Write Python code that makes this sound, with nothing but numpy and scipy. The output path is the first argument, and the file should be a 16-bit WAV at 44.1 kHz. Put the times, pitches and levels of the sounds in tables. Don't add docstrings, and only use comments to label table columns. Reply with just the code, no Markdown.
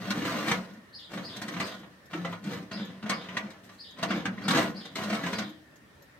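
import sys
import numpy as np
from scipy import signal
from scipy.fft import rfft, irfft
from scipy.io import wavfile
from scipy.ndimage import uniform_filter1d

SR = 44100
rng = np.random.default_rng(int(sys.argv[2]) if len(sys.argv) > 2 else 0)


def transcribe(signal):
    frames = np.atleast_2d(signal).T
    limited = np.clip(frames, -1, 1)
    pcm = np.round(limited * 32767).astype(np.int16)
    wavfile.write(sys.argv[1], SR, pcm)


def level_to_linear(level):
    exponent = np.asarray(level, float) / 20
    return 10 ** exponent


N = 273323


def evened(x):
    return x / np.sqrt(np.mean(x ** 2) + 1e-20)


def read(points, hz):
    f, value = np.transpose(points)
    return np.interp(np.log(hz + 1), np.log(f + 1), value)


def add(mix, s, sound):
    part = mix[..., round(s * SR):][..., :sound.shape[-1]]
    part += sound[..., :part.shape[-1]]


def humped(hz, broad, peaks):
    power = broad ** 2 + sum(level_to_linear(2 * db) / (1 + (2 * (hz - f) / w) ** 2) for f, w, db in peaks)
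    return np.sqrt(power)


def causal(gain):
    log = np.log(np.maximum(np.r_[gain, gain[-2:0:-1]], 1e-5))
    taps = np.fft.ifft(np.exp(log - 1j * signal.hilbert(log).imag)).real[:len(gain) // 2]
    return taps / np.linalg.norm(taps)


def ring(t, hz, t60):
    return level_to_linear(-60 * t / t60) * np.sin(2 * np.pi * hz * t) * np.minimum(t * hz / 3, 1)


def strokes():
    # (grit against grinding [dB], pitch of the rack before stiffening [Hz], shaking [dB],
    # curve of (time [s], grinding level [dB], boom level of the box [dB]))
    pushes = [ (-14.5, 203, -0.17, [(0.0, -47, -32.5), (0.15, -45, -36), (0.185, -42, -26.5),
              (0.225, -39.5, -31), (0.272, -37.5, -37), (0.352, -39.5, -28.5), (0.448, -41.5, -42),
              (0.486, -32, -30), (0.59, -48.5, -34.5), (0.664, -56, -61), (0.69, -60.5, -45)]),
              (-13.5, 189, 0.44, [(1.095, -58, -45), (1.122, -48, -42), (1.174, -49, -34),
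              (1.272, -55, -45.5), (1.578, -49.5, -35.5), (1.62, -44, -33.5), (1.67, -45, -50),
              (1.758, -54.5, -46.5), (1.882, -73, -49), (1.935, -67.5, -61)]),
              (-16, 170, -11, [(2.105, -55, -49), (2.128, -53.5, -38), (2.135, -47, -28),
              (2.2, -52.5, -28.5), (2.235, -54, -31), (2.329, -52, -30), (2.419, -67, -39)]),
              (-14.5, 201, 0, [(2.43, -59, -41), (2.449, -51, -32), (2.531, -44, -36), (2.623, -57, -36.5),
              (2.647, -61.5, -52)]), (-21, 191, -2, [(2.715, -48, -38.5), (2.787, -49, -33.5),
              (2.917, -57.5, -43.5)]), (-21, 205, -1.5, [(3.02, -59, -41.5), (3.049, -58, -29.5),
              (3.113, -41, -48), (3.179, -51, -37.5), (3.245, -53.5, -54), (3.365, -47.5, -36),
              (3.473, -54, -41.5), (3.6, -67, -75)]), (-5.5, 216, -0.2, [(3.637, -59.5, -46.5),
              (3.691, -73.5, -57), (3.731, -65.5, -57)]), (-20.5, 190, -0.5, [(3.97, -55.5, -48),
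              (4.052, -46.5, -31), (4.156, -41.5, -28.5), (4.232, -51.5, -40), (4.278, -56, -30),
              (4.35, -58.5, -41), (4.465, -48, -35)]), (-15.5, 220.5, 3.5, [(4.485, -34, -29),
              (4.579, -32.5, -33), (4.619, -32.5, -34), (4.677, -46.5, -37), (4.735, -58.5, -41.5),
              (4.801, -56, -56), (4.93, -63, -50)]), (-14.5, 208, -0.7, [(4.962, -39, -34.5),
              (5.048, -44.5, -36), (5.115, -44.5, -33), (5.14, -37.5, -30), (5.178, -47.5, -42),
              (5.278, -42.5, -36), (5.31, -44, -36), (5.452, -53, -37), (5.548, -70, -68)]), ]
    start_db_per_s, settle_db_per_s = 1498, 70
    stiffen_hz = 1200.5
    t, rows = np.arange(N) / SR, []
    for grit_db, rack_hz, shake_db, curve in pushes:
        s, grind_db, boom_db = np.transpose(curve)
        before_db = start_db_per_s * np.maximum(s[0] - t, 0)
        after_db = settle_db_per_s * np.maximum(t - s[-1], 0)
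        grind_db = np.interp(t, s, grind_db) - before_db - after_db
        boom_db = np.interp(t, s, boom_db) - before_db - after_db
        pitch_hz = rack_hz + stiffen_hz * level_to_linear(grind_db)
        rows.append((grind_db, boom_db, grind_db + grit_db, pitch_hz, shake_db + 0 * t))
    rows = np.array(rows)
    strongest = rows[:, :1].argmax(axis=0)[None]
    return np.take_along_axis(rows, strongest, axis=0)[0]


def rubbing(grind_db, boom_db, grit_db, rack_hz, shake_db):
    hum_db, rumble_db = -9.5, -7.5
    jolts_per_s, jolt_db, thump_db = 70, 15.5, 6
    snags = level_to_linear(3.43 * np.minimum(rng.exponential(1, N), 4.8))
    snags *= (rng.random(N) < 1200 / SR) * rng.choice([-1, 1], N)
    uneven_db = 1.3 * evened(uniform_filter1d(rng.standard_normal(N), 500))
    rough = evened((evened(snags) + 0.87 * rng.standard_normal(N)) * level_to_linear(uneven_db))
    jolts = level_to_linear(3.5 * np.minimum(rng.exponential(1, N), 3)) * (rng.random(N) < jolts_per_s / SR)
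    low_db = boom_db + rumble_db + shake_db
    bright_db = 0.54 * grind_db + 0.43 * grit_db
    force = (rough - level_to_linear(jolt_db) * jolts) * level_to_linear(np.array([low_db, grind_db, bright_db, grit_db]))

    shake, swell = (evened(uniform_filter1d(v, 1000)) for v in rng.standard_normal((2, N)))
    shaken_hz = rack_hz * (1 + 0.04563 * level_to_linear(shake_db) * shake)
    swell_db = 0.95 * level_to_linear(shake_db) * swell
    tones = level_to_linear(boom_db + hum_db + swell_db) * np.sin(2 * np.pi * np.cumsum(shaken_hz) / SR)
    thumps = np.convolve(jolts * level_to_linear(grind_db + thump_db), np.hanning(70))[:N]
    tones -= signal.lfilter(*signal.butter(2, 170, "high", fs=SR), thumps)
    return force, tones


def knocks(force, tones, grind_db):
    # (time [s], level [dB], clink against it [dB], brightness against it [dB],
    # pitch near which the struck spot rings [Hz])
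    hits = [(0.08, -31.5, -17, -22, 1160), (0.105, -20.5, -35, -4.5, 1170),
            (0.383, -29.5, -2.5, -4.5, 1160), (0.481, -21.5, -13, -6.5, 1340), (0.513, -18, -2, -5.5, 2030),
            (1.174, -29.5, -1.5, -10.5, 594), (1.364, -38.5, -18, 2.5, 1470), (1.417, -30, -5, -2, 1500),
            (1.482, -30, 0.5, -4.5, 1920), (1.538, -31.5, -6, -8.5, 2040), (1.566, -28.5, -6, -12, 1450),
            (1.601, -23, -3.5, -5.5, 1236), (1.665, -35.5, -22, 1.5, 1320), (1.832, -41, -1, -18, 600),
            (2.133, -27.5, -4, -12, 1340), (2.249, -25.5, -14, -12.5, 680),
            (2.326, -30.5, -15.5, -20, 1280), (2.44, -43, -0.5, -2, 704), (2.715, -32, -18, -8.5, 2216),
            (3.028, -35, -18, -10, 1050), (3.061, -32, -7, -10.5, 590), (3.096, -21.5, -2, -2.5, 1100),
            (3.117, -26, -3, -17, 1170), (3.287, -30.5, -10, -17, 1940), (3.369, -22, 0.5, -8.5, 1834),
            (3.503, -43, -1, -0.5, 2100), (3.692, -44, -4, -7, 1124), (3.986, -38.5, -3, -5.5, 1077),
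            (4.029, -21, -6, -5, 664), (4.107, -20.5, -12, -12, 1100), (4.255, -22, -4, -9.5, 1490),
            (4.378, -38.5, 4.5, -16, 2010), (4.422, -40, -9, -16, 1380), (4.451, -33.5, -2, -19.5, 1272),
            (4.482, -20, -7, -3, 1610), (4.506, -18, -14, -3.5, 1590), (4.549, -16, -13, -8, 1740),
            (4.57, -19.5, -3, -3.5, 666), (4.853, -37, -34, -3.5, 694), (4.956, -32, 2, -1, 2117),
            (5.034, -33, 0.5, 1.5, 705), (5.099, -26, -5.5, -7, 675), (5.128, -24.5, -0.5, -7.5, 644),
            (5.147, -26.5, -10, -5, 1130), (5.236, -25, -12, -12, 1680), (5.264, -25, -9, -8, 1570),
            (5.329, -24.5, -7, -7.5, 1934), (5.384, -24.5, -7.5, -4.5, 1500), (5.42, -31, -7.5, -9, 1097)]
    # (frequency [Hz], decay time t60 [s])
    wire_modes = [(597, 0.035), (675, 0.085), (750, 0.062), (980, 0.043), (1075, 0.073), (1170, 0.1),
                  (1310, 0.073), (1460, 0.049), (1545, .065), (1680, 0.093), (1935, 0.034), (2110, 0.04),
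                  (2210, 0.17), (2400, 0.041)]
    rattle_t60_s, rattle_rise_s = 0.071, 0.001
    climb_s, look_back_s = 0.011, 0.021
    spot_octaves, octave_db = 0.056, -12.5
    grit_slope, grit_db = 1.5, -5
    blunt_hz = 11100
    t = np.arange(SR // 2) / SR
    short_t = t[:6000]
    slowness = np.array([[1], [.8], [.6]])
    fade = level_to_linear(-60 * short_t / (rattle_t60_s * slowness))
    wires = np.array([ring(t, hz, t60) for hz, t60 in wire_modes])
    wire_hz = np.transpose(wire_modes)[0]
    for s, db, clink_db, bright_db, hz in hits:
        rise_s = rattle_rise_s + climb_s * level_to_linear(grind_db[round((s - look_back_s) * SR)] - db)
        shape = fade * (1 - np.exp(-short_t / (rise_s * slowness))) ** 2
        levels_db = db + np.array([[-3], [bright_db], [grit_slope * bright_db + grit_db]])
        noise = rng.standard_normal(6000)
        chatter = signal.lfilter(*signal.butter(2, 0.52 * hz, "high", fs=SR), noise)
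        chatter = signal.lfilter(*signal.butter(2, blunt_hz, fs=SR), chatter)
        add(force[1:], s - .0025, chatter * shape * level_to_linear(levels_db))
        add(force[0], s, level_to_linear(db - 12.5) * np.hanning(40))
        off = np.abs(np.log2(wire_hz / hz))
        near = np.exp(-(off / spot_octaves) ** 2)
        near += level_to_linear(octave_db) * np.exp(-((off - 1) / spot_octaves) ** 2)
        clink = near / np.linalg.norm(near) @ wires
        add(tones, s, level_to_linear(db + clink_db) * clink * (1 - np.exp(-t / rise_s)))


def bumps(tones):
    # (time [s], level before beating [dB], decay time t60 [s])
    rack_bumps = [(0.224, -26, 0.14), (2.144, -28.5, 0.16), (3.135, -48, 0.11), (4.556, -19.5, 0.21),
                  (5.47, -50, 1)]
    t = np.arange(SR // 2) / SR
    beat = 1 + 0.63 * np.cos(2 * np.pi * 22 * t)
    for s, db, t60 in rack_bumps:
        add(tones, s, level_to_linear(db) * ring(t, 312, t60) * beat)


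def oven():
    # (frequency [Hz], relative level per Hz [dB])
    colour = [(29, -64), (50, -25.5), (193, 13.5), (257, 5), (312, 1), (437, -10), (674, -7.5), (857, -15),
              (1420, -10), (2600, -13.5), (3300, -8), (8250, -16.5), (10000, -29.5), (14300, -23),
              (15800, -40)]
    # (frequency [Hz], width [Hz], relative level [dB])
    modes = [(667.0, 23, 0), (1170, 160, -7.5), (1450, 12.5, 1.5), (1890, 25, -11.0), (2000, 91, -6),
             (2327, 25, -15), (2866, 21, -31), (3030, 115, -26), (4080, 300, -5.0), (4410, 57, 2),
             (4690, 170, -32), (5200, 140, -11), (5360, 140, -23), (6230, 290, -6.5), (6170, 92, -19),
             (7050, 62, -15.5), (7300, 42, -33), (6960, 73, -31.5), (7200, 24, -42), (7950, 66, -29.5),
             (8400, 36, -54), (106.6, 4.4, 11.0), (186, 3.8, 16), (205, 8.3, -8), (298, 8.8, 11.5),
             (296, 5.0, 9), (499.4, 35.0, 0.0), (958.0, 100, -8.5), (1033, 11.0, 1)]
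    levels = strokes()
    force, tones = rubbing(*levels)
    knocks(force, tones, levels[0])
    bumps(tones)
    hz = np.fft.rfftfreq(32768, 1 / SR)
    body = humped(hz, level_to_linear(read(colour, hz) + 3.5), modes)
    under = [0 * hz] + [1 / (1 + (hz / edge) ** 8) for edge in (430, 2800, 5600)] + [1 + 0 * hz]
    parts = np.sqrt(np.maximum(np.diff(under, axis=0), 0))
    return tones + sum(signal.oaconvolve(f, causal(body * p))[:N] for f, p in zip(force, parts))


def timer():
    # (frequency [Hz], relative level per Hz [dB])
    tick_colour = [(1500, 1), (4000, 3), (7000, 8), (9500, -26), (12000, 7), (15800, -23)]
    first_s, gap_s = .2060, .26438
    t, out = np.arange(1500) / SR, np.zeros(N)
    for s in np.arange(first_s, N / SR, gap_s):
        stray_db = 2 * rng.standard_normal()
        add(out, s, level_to_linear(-59.5 + stray_db - 60 * t / 0.031) * rng.standard_normal(len(t)))
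    hz = np.fft.rfftfreq(1024, 1 / SR)
    return signal.oaconvolve(out, causal(level_to_linear(read(tick_colour, hz))))[:N]


def bird():
    # (time [s], relative level [dB])
    chirps = [(0.93, -40), (1.232, -38), (1.611, -41), (2.711, -39.5), (3.112, -41.5), (3.784, -41.5),
              (4.075, -42.5), (4.423, -41.5), (4.749, -41), (5.331, -40.5)]
    # (time [s], pitch before warble [Hz], relative level [dB])
    song = [(0, 4273, -13), (.008, 4400, -10), (.022, 4777, 0.5), (.042, 4780, -25), (.062, 3533, -6),
            (.078, 3115, -14.5), (.107, 3750, -7.5), (.127, 3400, -18), (0.151, 3224, -25),
            (0.168, 3000, -43)]
    warble_hz, warble_depth_hz = 215.7, 335
    s, *columns = np.transpose(song)
    t, out = np.arange(0, s[-1], 1 / SR), np.zeros(N)
    pitch_hz, level_db = (np.interp(t, s, c) for c in columns)
    for start, db in chirps:
        rate_hz = warble_hz * (1 + 0.44 * evened(uniform_filter1d(rng.standard_normal(len(t)), 200)))
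        warble = 2 * np.pi * (np.cumsum(rate_hz) / SR + rng.random())
        phase = 2 * np.pi * np.cumsum(pitch_hz + warble_depth_hz * np.sin(warble)) / SR
        whistle = np.sin(phase) + level_to_linear(-27) * np.sin(2 * phase)
        add(out, start, level_to_linear(db + level_db + 1.8 * np.cos(warble)) * whistle)
    return level_to_linear(-3.5) * out + level_to_linear(0.5) * echoes(out, 2.74, 0.0035)


def echoes(x, t60_scale, gap_s):
    # (frequency [Hz], left-right likeness [0-1])
    likeness = [(100, 1), (400, 0.86), (900, 0.27), (2000, 0.029), (8000, 0.12)]
    # (frequency [Hz], decay time t60 [s])
    decay = [(100, 0.41), (300, 0.7), (1000, 0.44), (4000, 0.12), (12000, 0.17)]
    # (frequency [Hz], relative level [dB])
    echo_colour = [(150, -7.5), (500, 2), (1500, 1), (5000, 5), (13000, 6.5)]
    taps, out = np.zeros((3, 2, SR)), np.zeros((2, N))
    at = np.arange(0, SR - 20, 20)
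    at = at + rng.integers(0, 20, (3, 2, len(at)))
    np.put_along_axis(taps, at, rng.choice([-1., 1.], at.shape), 2)
    hz, t, z = signal.stft(taps, SR, nperseg=256)
    same = np.clip(read(likeness, hz), 0, 1)[:, None]
    z[:, 1] = same * z[:, 0] + np.sqrt(1 - same ** 2) * z[:, 1]
    fade = level_to_linear(-60 * t / (t60_scale * read(decay, hz))[:, None])
    fade *= level_to_linear(read(echo_colour, hz))[:, None] / np.linalg.norm(fade, axis=1, keepdims=True)
    tails = signal.istft(z * fade, SR, nperseg=256)[1] * np.sqrt(20 / 128)
    for k, tail in enumerate(tails):
        share = np.sqrt(2 / 3) * np.cos(np.pi * (6.0 * np.arange(N) / SR + k / 3))
        add(out, gap_s, signal.oaconvolve((x * share)[None], tail, axes=1))
    return out


def kitchen():
    # (frequency [Hz], relative level per Hz [dB])
    air = [(24, -55), (40, -1), (65, 7), (110, 1.5), (230, 2.5), (268, 0.5), (513, -4.5), (728, -7.5),
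           (1500, -7), (1750, -9.5), (3270, -14.5), (5260, -18.5), (6420, -23), (15800, -28.5)]
    # (frequency [Hz], width [Hz], relative level before a 4 dB lift [dB])
    whine = [(579, 10.2, 7), (1710, 17, -19), (1815, 98, -1.5)]
    # (frequency [Hz], left-right likeness [0-1])
    likeness = [(30, 0.45), (150, 1), (500, 0.49), (1500, 0.033), (5000, 0.033)]
    frames, hz = N // 256 + 5, np.fft.rfftfreq(1024, 1 / SR)
    a, b, c, d, patches = rng.standard_normal((frames, 513, 5)).T
    patches = evened(uniform_filter1d(uniform_filter1d(patches, 8, 0), 14, 1))
    same, left = np.clip(read(likeness, hz), 0, 1)[:, None], a + 1j * b
    right = same * left + np.sqrt(1 - same ** 2) * (c + 1j * d)
    z = np.array([left, right])
    bands = [(f, w, db + 4) for f, w, db in whine]
    z *= humped(hz, level_to_linear(read(air, hz)), bands)[:, None] * level_to_linear(1.6 * patches)
    noise = signal.istft(z, nperseg=1024, noverlap=768)[1][:, :N]
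    return level_to_linear(-56.5) * evened(noise)


def scene():
    near = oven() + timer()
    direct = np.array([near, np.roll(near, 3)])
    close_by = level_to_linear(1.0) * (direct + echoes(near, 0.62, 0.000965))
    return close_by + bird() + kitchen()


def roll_off(x):
    return signal.sosfilt(signal.butter(12, 16280, fs=SR, output="sos"), x)


def record(dry):
    # (frequency [Hz], left over right [dB])
    lean = [(60, -1.5), (99, -1.5), (160, 0.5), (270, 0.5), (450, 0.5), (740, 0.0), (1220, -0.5),
            (2010, 0.0), (3330, 0.5), (5500, 2.5), (9080, 6.5), (15000, 2.0)]
    hz = np.fft.rfftfreq(N, 1 / SR)
    lean_db = read(lean, hz) / 2
    bass_cut = 1 / np.sqrt(1 + (70 / (hz + 1)) ** 6)
    band_limit = 1 / (1 + (hz / 16100) ** 80)
    ports = level_to_linear(np.array([lean_db, -lean_db]))
    mix = irfft(rfft(dry) * bass_cut * band_limit * ports, N)
    return roll_off(mix)


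dry = scene()
out = record(dry)
transcribe(out)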